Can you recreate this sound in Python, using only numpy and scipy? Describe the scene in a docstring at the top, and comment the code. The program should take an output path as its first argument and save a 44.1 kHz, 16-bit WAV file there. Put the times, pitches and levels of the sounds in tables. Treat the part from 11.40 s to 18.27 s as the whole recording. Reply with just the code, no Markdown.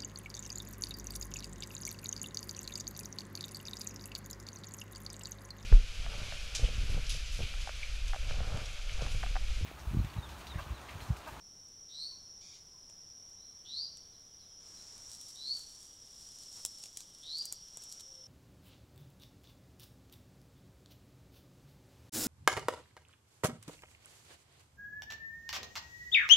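"""A forest by day, heard through a trail camera's one microphone. From the start, crickets trill
with their wings over soft air, hiss and hum, and now and then a twig ticks. At half a second a bird
sings the first of four rising, buzzy chirps. Far birds whistle faintly, and one rasps at 1 second.
From about 3 seconds a shaggy animal pushes through the undergrowth close by: leaves brush its
coat, stems drag and twigs snap, the loudest just after 5 seconds."""
import sys
import numpy as np
from scipy import signal
from scipy.fft import rfft, irfft
from scipy.io import wavfile

SR = 44100
rng = np.random.default_rng(int(sys.argv[2]) if len(sys.argv) > 2 else 0)


def transcribe(signal):
    """Save signal, clipped to [-1, 1], as a 16-bit WAV file at the path in sys.argv[1]."""
    frames = np.atleast_2d(signal).T
    limited = np.clip(frames, -1, 1)
    pcm = np.round(limited * 32767).astype(np.int16)
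    wavfile.write(sys.argv[1], SR, pcm)


N = 302967
TIME = np.arange(N) / SR

# The tone of still air and of the microphone's hiss. Each row: frequency in Hz, relative level in dB.
AIR_SPECTRUM = [(20, 1), (60, -1.5), (100, -1.5), (250, -7.5), (450, -10), (1000, -14.5), (1300, -17),
                (2000, -20.5), (2700, -22), (3300, -19.5), (4000, -19.5), (4900, -13.5), (6300, -14),
                (9000, -60)]
HISS_SPECTRUM = [(3800, -23), (6400, -4), (7000, -3.5), (8400, -7.5), (10400, -5), (11800, -12),
                 (16000, -14)]
# The camera hums at its frame rate and multiples of it. Each row: frequency in Hz, level in dB.
HUM_TONES = [(30, -90), (60, -84), (90, -80.5), (180, -86.5)]
# The crickets in the chorus. Each row: pitch in Hz, wing strokes per second, pitch fall within a
# stroke in Hz, level within the chorus in dB, share of echo from 0 to 1.
CHORUS_CRICKETS = [(5438, 34.2, 404, -4, 0.78), (5628, 37, 301, -.5, 0.88), (5762, 52, 386, -5.5, 0.8),
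                   (5930, 44, 444, -12, 0.9)]
# How strongly the chorus sings. Each row: time in seconds, level in dB.
CHORUS_LEVELS = [(0.0, -58), (0.36, -56), (0.69, -58.5), (0.94, -56.5), (1.26, -60), (1.91, -56),
                 (2.87, -60), (3.73, -56.5), (4.55, -60), (5.15, -56.5), (5.59, -61), (5.85, -59),
                 (6.52, -55.5), (6.87, -58)]
# The tone of the far insects. Each row: frequency in Hz, relative level in dB.
FAR_INSECT_SPECTRUM = [(2500, -52), (2850, -9), (3150, -4.5), (3480, -3.5), (3800, -7.5), (4400, -43)]
# How the far insects swell. Each row: time in seconds, level in dB.
FAR_INSECT_LEVELS = [(0, -83), (2.2, -79), (2.9, -77), (5.2, -72.5), (5.7, -71.5), (6.87, -73)]
# The two near crickets. Each row: pitch in Hz, wing strokes per second, pitch fall within a stroke
# in Hz, share of echo from 0 to 1.
NEAR_CRICKETS = [(5232, 33.7, 50, 0.17), (5437, 34.2, 87, 0.28)]
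# When they sing. Each row: which cricket (0 or 1), start in seconds, level in dB.
CRICKET_PHRASES = [(0, .82, -61), (0, 2.67, -61.5), (0, 4.45, -61.5), (1, .24, -60.5), (1, 1.74, -61),
                   (1, 3.2, -58.5), (1, 4.58, -56.5), (1, 6.0, -57)]
# Snapping twigs and ticking leaves. Each row: start in seconds, level in dB, added brightness in dB
# per octave, decay time in seconds.
TWIG_SNAPS = [(.2865, -54, -2, 0.00091), (1.430, -62, -2.5, .001), (1.498, -47, -6, 0.0014),
              (1.897, -59, 4, .002), (1.933, -55, 1, .001), (2.572, -45, -2.5, 0.0015),
              (3.748, -49, 2, .002), (3.813, -42.5, -0.5, 0.0024), (3.885, -50, 7, 0.0018),
              (4.1945, -39, 3, .0005), (5.2509, -20, 0.5, 0.00079), (5.2598, -32.5, 1, 0.0025),
              (5.438, -38, -6, 0.0021), (5.458, -41, -5, 0.0011), (5.572, -31.5, -2.5, 0.0018),
              (5.6062, -36.5, -2.5, 0.001), (5.9847, -35.5, 1, 0.00076), (6.024, -45, -5, 0.0016),
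              (6.055, -32.5, 7, 0.0019), (6.125, -25, 4.5, 0.00096), (6.2837, -44.5, -2.5, 0.00068),
              (6.3724, -30, -2.5, 0.00057), (6.387, -58, -5, 0.0011), (6.437, -44.5, 4, 0.0027),
              (6.525, -33, 0, 0.00078), (6.597, -46.5, -4, 0.0043), (6.607, -43.5, -1.5, 0.003)]
# The tone of a snap. Each row: frequency in Hz, relative level in dB.
TWIG_SPECTRUM = [(200, -22.5), (900, -20), (1900, -29.5), (2600, -15), (3600, -6), (4600, -9.5),
                 (6000, -0.5), (7500, 2.5), (10000, -6), (11500, -6), (12800, -17), (15000, -19)]
# The near bird's chirps. Each row: start and length in seconds, first and last pitch in Hz, seconds
# to the peak, peak level in dB, swell shape (1 is even, more is sooner), pulses per second,
# relative level of the overtone an octave up in dB.
BIRD_CHIRPS = [(.483, .222, 3623, 4530, 0.16, -42, 1.6, 150.8, -25),
               (2.247, 0.21, 3280, 4830, 0.16, -40, 2, 145.8, -34.5),
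               (3.952, .2, 3674, 4540, 0.17, -36.5, 1.22, 136.9, -33),
               (5.818, 0.21, 3383, 4793, 0.19, -41, 3.2, 156.2, -40)]
# Far whistles and hoots. Each row: start and length in seconds, first, middle and last pitch in Hz,
# level in dB.
FAR_WHISTLES = [(0.71, 0.037, 1020, 1040, 1007, -75), (1.335, 0.037, 1050, 1030, 920, -74.5),
                (1.962, 0.14, 3730, 4110, 4070, -75), (2.72, .04, 4500, 4080, 3760, -73),
                (2.975, .08, 4950, 4090, 3780, -73), (3.05, .09, 3750, 3410, 3020, -79),
                (3.368, 0.038, 4200, 4000, 3900, -69), (6.62, 0.25, 545, 526, 505, -79.5)]
# The course of one scolding rasp. Each row: time in seconds, pitch in Hz, level in dB.
RASP_COURSE = [(1.005, 1080, -60), (1.029, 1171, -61.5), (1.081, 1204, -61), (1.119, 1112, -62.5),
               (1.156, 1043, -59.5), (1.18, 970, -72)]
# How the bird's throat shapes the rasp. 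Each row: frequency in Hz, relative level in dB.
THROAT_SPECTRUM = [(1100, -36), (2200, -7), (3500, -1), (4600, 2.5), (6900, -0.5), (8000, -16),
                   (10500, -18)]
# The tone of brushing leaves and of dragging stems. Each row: frequency in Hz, relative level in dB.
LEAF_SPECTRUM = [(500, -29), (2400, -21.5), (3600, -9), (5000, -2), (6400, -4), (7400, -1), (8400, -3.5),
                 (10000, -9), (11500, -13.5), (13000, -19.5), (15000, -23), (16000, -28)]
STEM_SPECTRUM = [(60, 12), (150, 5), (450, 2), (750, 1.5), (1200, 2), (1900, -2), (2600, -3), (3500, -1),
                 (7000, 7), (10000, -26), (15000, -21)]
# Leaves sliding steadily along the animal's coat. Each row: time in seconds, level in dB.
SLIDING_LEVELS = [(3.2, -84), (3.26, -66), (4.45, -62), (4.58, -68.5), (4.75, -63.5), (5.28, -59.5),
                  (5.53, -66.5), (6.33, -68), (6.62, -67), (6.87, -77.5)]
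# Sprays of leaves swishing past, and stems and litter pressed down by the body and feet.
# Each row: middle in seconds, length in seconds, level in dB.
LEAF_SWISHES = [(3.735, 0.11, -58), (3.89, .1, -59), (4.18, 0.085, -57.5), (4.82, 0.054, -58.5),
                (5.03, .06, -59.5), (5.185, 0.098, -58.5), (5.44, 0.09, -57), (5.6, 0.083, -57),
                (6.02, 0.15, -59.5), (6.43, 0.094, -63), (6.53, 0.086, -60)]
STEM_TREADS = [(3.5, 0.79, -71), (4.18, 0.07, -72), (5.185, .06, -68), (5.6, 0.061, -80), (6.04, 0.11, -75),
               (6.127, .02, -65), (6.42, 0.25, -74.5), (6.59, .1, -74)]


def gain_of(db):
    """Turns decibels into a number to multiply a sound by."""
    return 10 ** (np.asarray(db) / 20)


def gain_curve(rows):
    """Joins rows of time and level into a gain for every sample."""
    return gain_of(np.interp(TIME, *np.transpose(rows)))


def unit_rms(x):
    """Scales a sound so that its average strength (rms) is 1."""
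    return x / np.sqrt(np.mean(x ** 2) + 1e-20)


def level_at(spectrum, hz):
    """Looks up a spectrum's level in dB, on a log-frequency axis."""
    row_hz, row_db = np.transpose(spectrum)
    return np.interp(np.log(hz + 1), np.log(row_hz + 1), row_db)


def add(mix, start, sound):
    """Mixes a sound in at a start time in seconds."""
    part = mix[round(start * SR):][:len(sound)]
    part += sound[:len(part)]


def colour(x, spectrum):
    """Gives a sound the tone of a spectrum."""
    hz = np.fft.rfftfreq(len(x), 1 / SR)
    return irfft(rfft(x) * gain_of(level_at(spectrum, hz)), len(x))


def unit_band(x, low_hz, high_hz):
    """Scales a sound so that the part between two frequencies has strength 1."""
    hz = np.fft.rfftfreq(len(x), 1 / SR)
    return x / np.std(irfft(rfft(x) * ((hz > low_hz) & (hz < high_hz)), len(x)))


def drift(t, per_s):
    """A random wobble of about size 1 that turns per_s times a second."""
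    knots = rng.standard_normal(4096)
    return np.interp((t - t[0]) * per_s, np.arange(len(knots)), knots)


def tree_echoes(x, fade_s, build_s):
    """Trunks and leaves scatter echoes that build up, then fall by 60 dB in fade_s."""
    t = np.arange(SR) / SR
    reflections = rng.standard_normal(SR) * (rng.random(SR) < .08)
    tail = reflections * gain_of(-60 * t / fade_s) * (1 - np.exp(-t / build_s))
    return signal.fftconvolve(x, tail / np.linalg.norm(tail))[:N]


def background(air_db=-68, hiss_db=-73.5):
    """Still forest air, the microphone's hiss and a faint hum from the camera."""
    air = unit_band(colour(rng.standard_normal(N), AIR_SPECTRUM), 20, 2800)
    hiss = unit_rms(colour(rng.standard_normal(N), HISS_SPECTRUM))
    hum = sum(gain_of(db) * np.sin(2 * np.pi * (hz * TIME + rng.random())) for hz, db in HUM_TONES)
    return gain_of(air_db) * air + gain_of(hiss_db) * hiss + np.sqrt(2) * hum


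def trill(hz, rate, fall_hz, echo_share, wander_hz=16, scrape_hz=60):
    """Each wing stroke is a short tone that falls in pitch; the trees smear the trill into a whine."""
    stroke = np.cumsum(rate * (1 + .012 * drift(TIME, 5))) / SR % 1  # runs from 0 to 1 in each stroke
    pitch = hz - fall_hz * (stroke - .5) + wander_hz * drift(TIME, 7) + scrape_hz * drift(TIME, 600)
    direct = unit_rms(np.sin(np.pi * stroke) ** 2 * np.sin(2 * np.pi * np.cumsum(pitch) / SR))
    echoes = unit_rms(tree_echoes(direct, fade_s=.45, build_s=.003))
    return np.sqrt(1 - echo_share) * direct + np.sqrt(echo_share) * echoes


def cricket_chorus():
    """The farther crickets trill without a break, swelling and sinking together."""
    chorus = sum(gain_of(db) * trill(hz, rate, fall_hz, echo_share)
                 for hz, rate, fall_hz, db, echo_share in CHORUS_CRICKETS)
    return chorus * gain_curve(CHORUS_LEVELS)


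def far_insects():
    """So many far trills overlap that only a soft band of sound is left."""
    return unit_rms(colour(rng.standard_normal(N), FAR_INSECT_SPECTRUM)) * gain_curve(FAR_INSECT_LEVELS)


def near_crickets(phrase_s=.95, edge_s=.059, soft_db=-8, soft_s=.27, swell_s=.25, hz_per_db=10):
    """Two crickets repeat phrases that open softly, then swell; softer strokes sound a little lower."""
    out = np.zeros(N)
    t = np.arange(0, phrase_s, 1 / SR)
    effort_db = soft_db * (1 - np.clip((t - soft_s) / swell_s, 0, 1))
    fades = np.minimum(np.minimum(t, phrase_s - t) / edge_s, 1)
    for cricket, (hz, rate, fall_hz, echo_share) in enumerate(NEAR_CRICKETS):
        gain, bend_hz = np.zeros(N), np.zeros(N)
        for singer, start, db in CRICKET_PHRASES:
            if singer == cricket:
                add(gain, start, fades * gain_of(db + effort_db))
                add(bend_hz, start, hz_per_db * effort_db)
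        out += gain * trill(hz + bend_hz, rate, fall_hz, echo_share, wander_hz=7.06, scrape_hz=29.9)
    return out


def twigs(echo_db=-12):
    """Each snap is a millisecond or so of tearing fibres, with a short scatter from the leaves."""
    out, t = np.zeros(N), np.arange(2048) / SR
    hz = np.fft.rfftfreq(len(t), 1 / SR)
    lead = len(t) // 8  # room for the filter to ring ahead of the snap
    for start, db, brightness, decay_s in TWIG_SNAPS:
        tone_db = level_at(TWIG_SPECTRUM, hz) + brightness * np.log2(np.maximum(hz, 2000) / 7500)
        fibres = np.sign(rng.standard_normal(len(t))) * np.exp(-t / decay_s)
        snap = irfft(rfft(np.roll(fibres, lead)) * gain_of(tone_db))
        add(out, start - t[lead], gain_of(db) * np.std(fibres) * unit_rms(snap))
    return out + gain_of(echo_db) * tree_echoes(out, fade_s=.098, build_s=.002)


def chirping_bird(swell_db=25, fade_db_per_s=140, buzz_depth=.74, ease_s=.043, swing_hz=70, rasp_hz=160):
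    """A rising whistle, chopped about 150 times a second; it starts hoarse and eases into a clear note."""
    out = np.zeros(N)
    for start, length, first_hz, last_hz, peak_s, peak_db, shape, rate, octave_db in BIRD_CHIRPS:
        t = np.arange(0, length, 1 / SR)
        hz = first_hz + (last_hz - first_hz) * np.minimum(t / (.9 * length), 1)  # climbs, then holds
        db = peak_db - swell_db * np.maximum(1 - t / peak_s, 0) ** shape
        db -= fade_db_per_s * np.maximum(t - peak_s, 0)
        depth = buzz_depth * np.minimum((length - t) / ease_s, 1)
        buzz = 2 * np.pi * np.cumsum(rate * (1 + .039 * drift(t, 91))) / SR
        unsteady_hz = rasp_hz * (1 - np.cos(buzz) / 2) * drift(t, 1100)  # widest between pulses
        hz += depth * (swing_hz * np.sin(buzz) + unsteady_hz)
        whistle = np.exp(2j * np.pi * np.cumsum(hz) / SR)
        # Hoarseness is an irregular vibration centred 260 Hz above the note.
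        flutter = (drift(t, 1500) + 1j * drift(t, 1500)) * np.exp(2j * np.pi * 260 * t)
        hoarse_db = -2.5 - 22 * t / length
        voice = whistle * (1 + gain_of(hoarse_db) * flutter)
        overtones = gain_of(octave_db) * voice ** 2 + gain_of(octave_db - 13) * voice * whistle ** 2
        tone = np.sqrt(2) * (voice + overtones).real
        pulses = (1 + depth * np.cos(buzz)) / np.sqrt(1 + depth ** 2 / 2)
        add(out, start, gain_of(db) * tone * pulses * signal.windows.tukey(len(t), .06))
    return out + gain_of(-2.5) * tree_echoes(out, fade_s=.53, build_s=.001)


def far_birds():
    """Soft pure glides from deeper in the forest, half lost in their echoes."""
    out = np.zeros(N)
    for start, length, first_hz, middle_hz, last_hz, db in FAR_WHISTLES:
        progress = np.linspace(0, 1, int(length * SR))
        hz = np.interp(progress, [0, .5, 1], [first_hz, middle_hz, last_hz])
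        whistle = np.sin(2 * np.pi * np.cumsum(hz) / SR) * signal.windows.tukey(len(hz), .5)
        add(out, start, gain_of(db) * unit_rms(whistle))
    return out + tree_echoes(out, fade_s=.38, build_s=.0023)


def scolding_bird(shakes_per_s=68, shake_depth=.078, roughness=.0555):
    """A harsh stack of overtones whose pitch shakes quickly."""
    times, pitches, levels = np.transpose(RASP_COURSE)
    t = np.arange(times[0], times[-1], 1 / SR)
    hz, db = np.interp(t, times, pitches), np.interp(t, times, levels)
    hz *= 1 + shake_depth * np.sin(2 * np.pi * shakes_per_s * t) + roughness * drift(t, 496)
    phase = 2 * np.pi * np.cumsum(hz) / SR
    voice = sum(gain_of(level_at(THROAT_SPECTRUM, k * hz)) * np.sin(k * phase) for k in range(1, 10))
    out = np.zeros(N)
    add(out, times[0], gain_of(db) * unit_rms(voice) * signal.windows.tukey(len(t), .1))
    return out + gain_of(-.5) * tree_echoes(out, fade_s=.33, build_s=.0051)


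def contact_power(rows):
    """The power of soft touches that each grow and fade like a bell curve."""
    return sum(gain_of(db) ** 2 * np.exp(-8 * ((TIME - middle) / length) ** 2)
               for middle, length, db in rows)


def undergrowth(crackles_per_s=450, spread_db=3.5, crackle_gain=.66, drag_db=-19):
    """Leaves scrape over coarse fur as a fizz with tiny crackles; stems drag softly beneath it."""
    crackles = rng.standard_normal(N) * gain_of(spread_db * np.minimum(rng.exponential(1, N), 4))
    crackles *= rng.random(N) < crackles_per_s / SR
    scrape = rng.standard_normal(N) + crackle_gain * unit_rms(crackles)
    fizz = unit_band(colour(scrape, LEAF_SPECTRUM), 6500, 12000)
    drag = unit_band(colour(rng.standard_normal(N), STEM_SPECTRUM), 600, 2600)
    catching = gain_of(1.4 * drift(TIME, 90))
    sliding = gain_curve(SLIDING_LEVELS)
    leaves = fizz * np.sqrt(sliding ** 2 + contact_power(LEAF_SWISHES)) * catching
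    stems = drag * np.sqrt((gain_of(drag_db) * sliding) ** 2 + contact_power(STEM_TREADS))
    moving = TIME > SLIDING_LEVELS[0][0]
    return moving * (leaves + stems)


def scene():
    """Everything reaches one microphone, which feeds both channels."""
    mono = background() + cricket_chorus() + far_insects() + near_crickets() + twigs()
    mono += chirping_bird() + far_birds() + scolding_bird() + undergrowth()
    return np.array([mono, mono])


def record(dry):
    """The camera cuts off the treble above 16000 Hz."""
    lowpass = signal.firwin(401, 16000, window=("kaiser", 8), fs=SR)
    return signal.oaconvolve(dry, lowpass[None], "same")


dry = scene()
out = record(dry)
transcribe(out)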